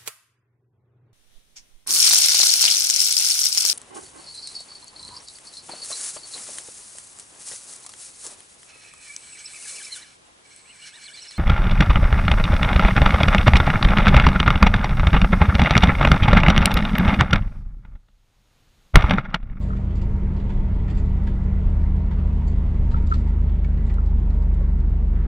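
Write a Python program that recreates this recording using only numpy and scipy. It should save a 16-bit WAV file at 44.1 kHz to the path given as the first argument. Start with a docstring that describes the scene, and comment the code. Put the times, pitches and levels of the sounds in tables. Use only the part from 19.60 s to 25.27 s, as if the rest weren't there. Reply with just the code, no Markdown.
"""A truck engine booms in its cab, slowly losing speed through a roundabout, over road rumble and dull clatter.
The engine's tones are sines locked to its turning; they beat against a drive turning about a quarter faster.
Road drone, combustion clatter, hiss and a late rustle are coloured noise; shaken resonances make the rumble.
Metal jingles, trim clacks, small ticks and a flapping panel are tiny random contacts that ring resonances.
Chinks, pings, the panel's thud and knocks on the microphone's mount are single blows with a few bounces."""
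import sys
import numpy as np
from scipy import signal
from scipy.io import wavfile

SR = 44100
rng = np.random.default_rng(int(sys.argv[2]) if len(sys.argv) > 2 else 0)


def wav_record(signal):
    """Record a signal, one row per channel, as 16-bit PCM in the file named by sys.argv[1]."""
    frames = np.transpose(np.atleast_2d(signal))
    bounded = np.clip(frames, -1, 1)
    # unit amplitude maps onto the largest positive 16-bit level
    quanta = np.round(bounded * 32767).astype(np.int16)
    wavfile.write(sys.argv[1], SR, quanta)


N = 250047

CUTOFF_HZ = 15700     # nothing much is heard above this
USUAL_ROAD_DB = -23   # usual level on the road-roughness curve

# resonances of loose metal, jingling or stirring: f/Hz, width/Hz, relative level/dB
METAL_MODES = [(3620, 660, 1), (4200, 230, -6), (4540, 220, -4.5), (5240, 5100, 0.5), (6800, 120, -8),
               (7060, 79, -13), (7170, 160, -7), (7800, 360, -12)]


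def from_db(db):
    """Turn decibels into a gain."""
    return 10 ** (np.asarray(db) / 20)


def rms_one(x):
    """Scale to an average power of 1."""
    return x / np.sqrt(np.mean(x ** 2) + 1e-20)


def in_time(rows):
    """Read a curve of (time, value) points at every sample."""
    times, values = np.transpose(rows)
    return np.interp(np.arange(N) / SR, times, values)


def at_hz(points, hz):
    """Read a curve of (frequency, value) points, evenly by musical interval."""
    freqs, values = np.transpose(points)
    return np.interp(np.log(hz), np.log(freqs), values)


def drift(rate_hz):
    """Slow random wander of spread 1: noise smoothed twice, with little movement faster than the rate."""
    step = 40   # samples between points of the wander
    r = np.exp(-2 * np.pi * rate_hz * step / SR)
    settle = 2000
    noise = rng.standard_normal(N // step + settle + 2)
    slow = signal.lfilter([1], [1, -2 * r, r * r], noise)[settle:]
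    return np.interp(np.arange(N) / step, np.arange(len(slow)), rms_one(slow))


def resonate(x, hz, width):
    """A resonance passes its own pitch at gain 1; the narrower it is, the longer it rings."""
    r = np.exp(-np.pi * width / SR)
    top = np.array([1, 0, -1]) * (1 - r * r) / 2
    # the tiny offset keeps the filter fast in silence
    return signal.lfilter(top, [1, -2 * r * np.cos(2 * np.pi * hz / SR), r * r], x + 1e-18)


def soften(blows, cutoff_hz):
    """A soft contact lasts longer, so its force weakens above a certain pitch."""
    return signal.sosfilt(signal.butter(2, cutoff_hz, fs=SR, output="sos"), blows + 1e-18)


def spread(pair, hz):
    """Two signals become left and right, as alike as the cab makes them at this pitch."""
    # f/Hz, likeness of left and right (1 = the same)
    likeness = [(60, 0.94), (150, 1), (270, 0.96), (360, 0.99), (480, 0.73), (650, 0.71), (880, 0.34),
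                (1200, 0.12), (1600, 0.45), (2200, 0.58), (8000, 0.11)]
    alike = np.clip(at_hz(likeness, hz), -1, .999)
    middle = np.sqrt(1 + alike) * pair[0]
    side = np.sqrt(1 - alike) * pair[1]
    return middle + side * np.array([[1], [-1]])


def coloured_noise(spectrum, patchy_db):
    """Stereo noise in third-octave bands, each flickering by its own wander; average power 1."""
    edges = 14 * 2 ** (np.arange(31) / 3)
    white = rng.standard_normal((2, 2, N + SR // 4))   # a quarter second extra lets the filters settle
    out = 0
    for k, (low, high) in enumerate(zip(edges, edges[1:])):
        hz = np.sqrt(low * high)
        flicker = drift(4.2)
        if spectrum[0][0] <= hz <= spectrum[-1][0]:
            band_filter = signal.butter(2, [low, high], "band", fs=SR, output="sos")
            band = signal.sosfilt(band_filter, white[k % 2])[:, -N:]
            out = out + spread(band, hz) * from_db(at_hz(spectrum, hz) + patchy_db * flicker)
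    return rms_one(out)


def tone(cycles, level_db, waver_db, slip):
    """A sine locked to a turning shaft, a little unsteady in strength and timing (slip in radians)."""
    phase = 2 * np.pi * (cycles + rng.random()) + slip * drift(7.1)
    return np.sqrt(2) * from_db(level_db + waver_db * drift(5)) * np.sin(phase)


def stepped(speed_hz, above_db, below_db, step_hz, width_hz):
    """A level glides from one value to another as the engine slows through a certain speed."""
    passed = (1 + np.tanh((step_hz - speed_hz) / (2 * width_hz))) / 2
    return above_db + (below_db - above_db) * passed


def engine_boom(turns, speed_hz, slowed, build_db):
    """Tones at whole multiples ("orders") of the engine's turning, plus the drive's; alike in both ears."""
    # orders that step as they slide into or out of the cab's air resonances:
    # multiple, level above the step/dB, level below it/dB, engine speed at the step/Hz, step width/Hz
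    stepping_orders = [(2, -31, -22.5, 39.11, 0.3), (5, -33.5, -38.5, 38.0, 0.14),
                       (6, -46.5, -40, 38.25, 0.21)]
    # orders that swell in passing a cab resonance: multiple, level on top/dB, resonance f/Hz, width/Hz
    resonant_orders = [(1, -26.5, 38.3, 1.3), (4, -35.3, 151.5, 17)]
    # quieter orders: multiple, level when fast/dB, level when slow/dB
    quiet_orders = [(3, -33, -53), (7, -61, -48), (8, -53, -58.5), (9, -54, -59.5), (11, -55, -61.5)]
    # the drive's throb grows as the engine slows:
    # level above the step/dB, level below it/dB, engine speed at the step/Hz, step width/Hz
    throb = (-26.5, -19, 38, 0.9)
    drive_ratio, drive_rocks = 1.256, .18   # drive turns per engine turn; depth of rocking (0-1)
    out = np.zeros(N)
    for multiple, *step in stepping_orders:
        k = round(multiple)
        out += tone(k * turns, stepped(speed_hz, *step), waver_db=.22 * k, slip=.015 * k)
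    for multiple, top_db, peak_hz, width_hz in resonant_orders:
        k = round(multiple)
        off_peak = (k * speed_hz - peak_hz) / (width_hz / 2)
        level_db = top_db - 10 * np.log10(1 + off_peak ** 2) + build_db
        out += tone(k * turns, level_db, waver_db=1, slip=.08)
    for multiple, fast_db, slow_db in quiet_orders:
        level_db = fast_db + (slow_db - fast_db) * slowed + build_db
        out += tone(round(multiple) * turns, level_db, waver_db=1.5, slip=.12)
    # the drive rocks the strength of the engine's orders and beats against them
    drive = drive_ratio * turns
    out *= 1 + drive_rocks * np.cos(2 * np.pi * drive)
    out += tone(drive, stepped(speed_hz, *throb), waver_db=.5, slip=.04)
    return out + tone(2 * drive, -36 - 12 * slowed, waver_db=2.0, slip=0.78)


def clatter(turns, slowed, build_db):
    """Combustion noise swells slightly with two firings a turn and rings panels that come and go."""
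    # f/Hz, relative level per Hz/dB
    colour = [(210, -34), (350, -7), (431, -5), (473, -7.5), (515, -10.5), (697, -10), (925, -12),
              (1260, -14.5), (1790, -23), (2030, -20.5), (3340, -48.5), (4340, -67.5), (7350, -120)]
    # panels rung by the combustion: f/Hz, width/Hz, relative level/dB
    panels = [(432.5, 16, -7.5), (601, 41, -9.5), (800, 53, -18), (930.3, 36, -7.5), (1978, 40, -19),
              (2090, 290, -22.5)]
    panel_swell_db, panel_slowed_db = 3, -3.5   # spread of the coming and going; change when slowest
    firing = 1 + .044 * np.cos(4 * np.pi * turns)
    out = coloured_noise(colour, patchy_db=1.5) * firing
    for hz, width, level_db in panels:
        swell_db = panel_swell_db * drift(2.3) + panel_slowed_db * slowed
        noise = rng.standard_normal((2, N)) * firing
        out += from_db(level_db + swell_db) * rms_one(spread(resonate(noise, hz, width), hz))
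    right_louder = from_db([[-.5], [.5]])
    return from_db(-44.5 - 3.5 * slowed + build_db) * rms_one(out) * right_louder


def cab_rumble(road_db):
    """The road's unevenness shakes the cab on its mounts: noise through low resonances, alike in both ears."""
    # f/Hz, width/Hz, relative level/dB
    cab_shake = [(24.95, 8.9, 3.5), (60.4, 46, -4)]
    out = 0
    for hz, width, level_db in cab_shake:
        road = rng.standard_normal(N + SR)   # the extra second lets the shaking settle
        shake = resonate(resonate(road, hz, width), hz, width)[-N:]
        out = out + from_db(level_db) * rms_one(shake)
    return from_db(road_db - 2.5) * rms_one(out)


def road_drone(turns, slowed, road_db, build_db):
    """Low noise chugs with every engine turn, follows the road a little and fades as the engine slows."""
    # f/Hz, relative level per Hz/dB
    colour = [(55, -1.5), (85, 3.5), (120, -0.5), (160, -7), (215, -4.5), (265, -17.5), (340, -12),
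              (450, -25.5), (700, -35)]
    follows_road, chug_depth = 0.045, .4   # share of the road's swing in dB; depth (0-1)
    level_db = -32 - 1.5 * slowed + follows_road * (road_db - USUAL_ROAD_DB) + build_db
    chug = rms_one(1 + chug_depth * np.cos(2 * np.pi * turns))
    return from_db(level_db) * chug * coloured_noise(colour, patchy_db=.8)


def hiss(slowed):
    """High noise that fades as the engine slows."""
    # f/Hz, relative level per Hz/dB
    colour = [(2200, 5.5), (3200, 2), (4300, -6.5), (5500, -19.5), (6500, -9.5), (7500, -2), (8800, -33.5),
              (10500, -33.5), (15000, -33)]
    return from_db(-62.5 - 5.5 * slowed) * coloured_noise(colour, patchy_db=1.75)


def stirring(road_db):
    """Small metal things tick finely all the time, in bunches, more often where the road is rough."""
    contacts_per_s, bunch_db = 260, 3.5   # usual rate; how much it wanders
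    rate = contacts_per_s * from_db(bunch_db * drift(3) + .5 * (road_db - USUAL_ROAD_DB))
    contacts = (rng.random(N) < rate / SR) * rng.standard_normal((2, N))
    out = 0
    for k, (hz, width, mode_db) in enumerate(METAL_MODES):
        gain = (-1) ** k * from_db(mode_db) / np.sqrt(width)
        out = out + gain * spread(resonate(contacts, hz, width), hz)
    return from_db(-74.5) * rms_one(out)


def rattle(events, modes, contacts_per_s, attack_s, first_db, tail_db, tail_s, ring_q, ring_db, level_db):
    """A first contact and a chatter of tiny ones, building and dying, ring the modes and the part's own note.

    ring_q is the sharpness of that note (pitch over width); the tail is a fading noise from the cab."""
    out = np.zeros((2, N))
    age = np.arange(SR // 4) / SR
    for s, peak_db, decay_s, ring_hz in events:
        touches = rng.random((2, age.size)) < contacts_per_s / SR
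        contacts = touches * rng.standard_normal(touches.shape) * np.minimum(age / attack_s, 1)
        contacts[0, 0] = from_db(first_db)
        fade = np.exp(-2 * np.maximum(age - attack_s, 0) / decay_s)
        chatter = contacts * np.sqrt(SR / contacts_per_s) * fade
        cab_tail = from_db(tail_db) * np.exp(-age / tail_s) * rng.standard_normal(touches.shape)
        force = from_db(peak_db + level_db) * (chatter + cab_tail)
        start = round(s * SR)
        own_note = (ring_hz, ring_hz / ring_q, ring_db)
        for k, (hz, width, mode_db) in enumerate([*modes, own_note]):
            gain = (-1) ** k * from_db(mode_db) * np.sqrt(SR / (np.pi * width))
            ring = gain * spread(resonate(force, hz, width), hz)
            out[:, start:start + age.size] += ring[:, :N - start]
    return out


def struck(events, modes):
    """A blow and three quick bounces set a part's modes ringing freely, each with its own strength."""
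    hop_s, hop_db, scatter_db = .005, -5, 2   # mean gap; loss per bounce; scatter of each strength
    contact_ratio = 2.5   # larger, lower parts are softer: force weakens above this multiple of the pitch
    out, size = np.zeros((2, N)), SR // 4
    for s, peak_db in events:
        hops = np.append(0, np.cumsum(hop_s * rng.uniform(.5, 1.5, size=3)))
        count = len(hops)
        start = round(s * SR)
        for hz, width, mode_db in modes:
            scatter = scatter_db * rng.standard_normal(count)
            strength = from_db(peak_db + mode_db + hop_db * np.arange(count) + scatter)
            blows = np.zeros((2, size))
            side_signs = rng.choice([-1, 1], count)
            blows[:, (hops * SR).astype(int)] = strength * np.array([np.ones(count), side_signs])
            soft = soften(blows, min(contact_ratio * hz, CUTOFF_HZ))
            ring = SR / (2 * np.pi * width) * spread(resonate(soft, hz, width), hz)
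            out[:, start:start + size] += ring[:, :N - start]
    return out


def metal_jingles():
    """Loose metal jingles with fairly few, separate contacts that ring its high modes."""
    # t/s, relative level/dB, decay/s, own note f/Hz
    jingles = [(.01, -53, 0.11, 6100), (.354, -54.5, 0.078, 4720), (.414, -52.5, 0.041, 4760),
               (1.299, -52, 0.036, 4520), (1.348, -52, 0.028, 4255), (1.371, -52, 0.059, 4060),
               (1.455, -60, .07, 7300), (2.211, -59, 0.057, 4450), (2.871, -50.5, 0.039, 7400),
               (3.312, -53.5, 0.063, 3888), (3.466, -50.5, 0.022, 4357), (3.493, -49, 0.064, 7900),
               (3.537, -46.5, 0.06, 4300), (3.578, -55.5, 0.061, 5000), (3.668, -58.5, 0.063, 4500),
               (4.262, -54.5, 0.076, 6500), (4.455, -58.5, 0.093, 4770), (4.822, -54, 0.022, 4213),
               (4.938, -57.5, 0.032, 6000)]
    return rattle(jingles, METAL_MODES, contacts_per_s=1800, attack_s=.003, first_db=-3.5,
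                  tail_db=-13.5, tail_s=0.035, ring_q=8, ring_db=-4.5, level_db=-11.0)


def mount_knocks():
    """A knock rocks the microphone body: the ring swells in and pushes the two sides nearly in opposition."""
    # t/s, relative level/dB
    knocks = [(.1035, -29), (.1312, -28), (3.3428, -21.3), (3.5148, -20), (3.5225, -13.8), (4.3833, -27)]
    # modes of the mount: f/Hz, width/Hz, relative level/dB
    mount_modes = [(800, 350, -20), (1310, 160, 0), (2250, 500, -24)]
    bounce_s, bounce_db = .0065, -15   # mean gap of three bounces; their level below the knock
    lag_s, contact_hz = .00006, 3000   # delay of the right side; softness of the contact
    blows = np.zeros(N)
    for s, peak_db in knocks:
        blows[round(s * SR)] += from_db(peak_db)
        bounces = s + bounce_s * np.cumsum(rng.uniform(.8, 1.2, size=3))
        blows[(bounces * SR).astype(int)] += from_db(peak_db + bounce_db)
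    blows = soften(blows, contact_hz)
    ring = np.zeros(N)
    for hz, width, level_db in mount_modes:
        gain = from_db(level_db) * np.e * SR / (2 * np.pi * width)
        # two resonances in a row make the ring swell before it dies
        ring += gain * resonate(resonate(blows, hz, width), hz, width)
    t = np.arange(N) / SR
    return np.array([ring, -np.interp(t - lag_s, t, ring)])


def trim_clacks():
    """Plastic trim clacks: dense, quickly dying contacts ring its broad, lower modes."""
    # t/s, relative level/dB, decay/s, own note f/Hz
    clacks = [(.163, -48.5, 0.015, 1800), (.306, -55.5, 0.022, 3230), (.415, -52.5, 0.019, 2800),
              (.765, -56.5, 0.036, 4270), (.797, -54.5, 0.03, 3800), (1.279, -48, 0.037, 2589),
              (1.293, -52, 0.023, 2600), (1.302, -51, 0.031, 3300), (1.373, -52.5, 0.044, 2690),
              (2.583, -54.5, 0.033, 2900), (3.31, -51, 0.032, 3800), (3.521, -45, .014, 2100),
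              (3.538, -45, 0.022, 3730), (3.884, -57.5, .03, 3300), (4.042, -49.5, 0.02, 2238),
              (4.172, -58, .01, 4400), (4.295, -48, 0.033, 1900), (4.702, -54, 0.018, 4200),
              (5.555, -62, 0.024, 3298)]
    # f/Hz, width/Hz, relative level/dB
    trim_modes = [(950, 60, -3.5), (1240, 130, 4.5), (1840, 97, 3), (2320, 400, 2.5), (3160, 810, 0),
                  (3640, 160, -4), (4350, 400, -7.5), (7600, 1200, -14)]
    return rattle(clacks, trim_modes, contacts_per_s=3500, attack_s=.003, first_db=-1.5,
                  tail_db=-13, tail_s=0.043, ring_q=8, ring_db=0, level_db=-9.5)


def small_ticks():
    """Small sharp ticks: very dense contacts that start and end almost at once."""
    # t/s, relative level/dB, decay/s, own note f/Hz
    ticks = [(.166, -49, 0.012, 7430), (1.638, -52, 0.014, 4800), (3.515, -41, 0.0086, 7400),
             (3.5235, -42, .007, 4360), (4.3412, -36.5, 0.0037, 7060), (4.704, -52.5, 0.0093, 5400),
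             (4.941, -48, 0.0082, 6800), (5.2025, -42, 0.0079, 8200)]
    # f/Hz, width/Hz, relative level/dB
    tick_modes = [(3200, 1800, 0.5), (5500, 2500, -12), (7900, 1400, 0)]
    return rattle(ticks, tick_modes, contacts_per_s=17000, attack_s=0.00018, first_db=0.0,
                  tail_db=-22, tail_s=.015, ring_q=6, ring_db=-1.5, level_db=-14.5)


def steel_chinks():
    """A small steel piece is struck and rings narrow high modes."""
    # t/s, relative level/dB
    chinks = [(.355, -63), (.416, -60), (1.306, -62), (1.375, -61), (1.386, -58), (2.872, -60),
              (2.882, -56.5), (2.917, -65)]
    # f/Hz, width/Hz, relative level/dB
    steel_modes = [(4520, 35, -2), (4680, 53, -7), (6700, 40, -3.5), (7320, 27, -8), (7400, 70, -5),
                   (7800, 90, -16)]
    return struck(chinks, steel_modes)


def flapping_panel():
    """On the bumps a loose panel buzzes against its frame and lands with a hollow thud."""
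    # t/s, relative level of the thud/dB, relative level of the buzz/dB
    flaps = [(.891, -42, -49.5), (1.667, -41, -47), (2.509, -39.5, -51.5), (3.362, -45, -51),
             (3.671, -48, -57)]
    # modes of the thud: f/Hz, width/Hz, relative level/dB
    thud_modes = [(901, 24, 2), (1960, 45, -10.5)]
    # modes of the buzz: f/Hz, width/Hz, relative level/dB
    buzz_modes = [(1300, 180, 1), (1670, 80, 3), (2070, 110, 0), (2360, 330, 0.5), (3020, 220, -2.5),
                  (3560, 220, -1), (4400, 700, -6), (7900, 2000, -13)]
    own_note_hz = thud_modes[0][0]
    buzzes = [(s, buzz_db, .045, own_note_hz) for s, _, buzz_db in flaps]
    buzz = rattle(buzzes, buzz_modes, contacts_per_s=3500, attack_s=0.0068, first_db=-7.5,
                  tail_db=-15, tail_s=.038, ring_q=14, ring_db=4.5, level_db=-9)
    thuds = [(s + .004, thud_db) for s, thud_db, _ in flaps]
    return buzz + struck(thuds, thud_modes)


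def hard_pings():
    """Hard parts ping or knock, each a blow on a single mode."""
    # t/s, relative level/dB, f/Hz, width/Hz
    pings = [(3.5385, -43, 3590, 90), (3.541, -43, 4300, 110), (4.046, -45, 2250, 70),
             (4.299, -44, 1920, 80), (5.011, -34, 560, 130)]
    return sum(struck([(s, peak_db)], [(hz, width, 0)]) for s, peak_db, hz, width in pings)


def soft_rustle():
    """Steady coloured noise that swells near the end and holds."""
    # f/Hz, relative level per Hz/dB
    colour = [(900, -8), (1300, 12), (1800, 4), (2500, -7), (3300, -9), (4500, -28), (8000, -40)]
    start_s, attack_s = 5.46, .13
    swell = np.clip((np.arange(N) / SR - start_s) / attack_s, 0, 1)
    return from_db(-52.5) * swell * coloured_noise(colour, patchy_db=0)


def scene():
    """Engine speed and road roughness drive the running sounds; loose things and knocks are added on top."""
    # engine speed: t/s, turning f/Hz
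    speed_curve = [(0.0, 39.27), (0.35, 39.54), (0.65, 39.38), (0.85, 39.57), (1.5, 38.67), (1.7, 39.23),
                   (1.9, 38.51), (2.25, 38.37), (2.55, 38.4), (2.9, 37.7), (3.85, 37.07), (4.0, 35.96),
                   (4.25, 36.95), (4.45, 34.82), (4.6, 35.85), (4.8, 34.72), (5.05, 34.66), (5.66, 33.32)]
    # roughness of the road: t/s, level of the cab's shaking before a fixed trim/dB
    road_curve = [(0.0, -29.5), (0.15, -33), (0.75, -19.5), (1.45, -21.5), (1.9, -26.5), (2.1, -20.5),
                  (2.55, -30), (3.35, -21), (3.85, -28), (4.1, -29), (4.4, -29.5), (4.62, -21),
                  (4.8, -31.5), (5.15, -29), (5.66, -25.5)]
    fast_hz, slow_hz = 39.8, 33.2          # engine speeds that count as 0 and 1 on the slowed scale
    crank_wander = .014                    # shared unsteadiness of the crankshaft, in turns
    build_up_s, build_up_db = 0.72, -2.5   # some running sounds start quieter by this and build up
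    t = np.arange(N) / SR
    speed_hz = in_time(speed_curve)
    road_db = in_time(road_curve)
    turns = np.cumsum(speed_hz) / SR + crank_wander * drift(4)
    slowed = (fast_hz - speed_hz) / (fast_hz - slow_hz)
    build_db = build_up_db * np.clip(1 - t / build_up_s, 0, 1)

    engine = engine_boom(turns, speed_hz, slowed, build_db) + clatter(turns, slowed, build_db)
    road = cab_rumble(road_db) + road_drone(turns, slowed, road_db, build_db)
    airy = hiss(slowed) + stirring(road_db) + soft_rustle()
    a_little_right = from_db([[-1], [1]])
    plastic = (trim_clacks() + flapping_panel()) * a_little_right
    hard = metal_jingles() + small_ticks() + steel_chinks() + hard_pings()
    return engine + road + airy + plastic + hard + mount_knocks()


def record(dry):
    """Ease in and out over 5 ms; the microphone dulls the treble and the very top is cut."""
    from_edge = np.minimum(np.arange(N), np.arange(N)[::-1]) / SR
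    ease = np.sin(np.pi / 2 * np.minimum(from_edge / .005, 1)) ** 2
    dull = signal.sosfilt(signal.butter(4, 9300, fs=SR, output="sos"), dry * ease)
    return signal.sosfilt(signal.cheby2(12, 70, CUTOFF_HZ, fs=SR, output="sos"), dull)


dry = scene()
out = record(dry)
wav_record(out)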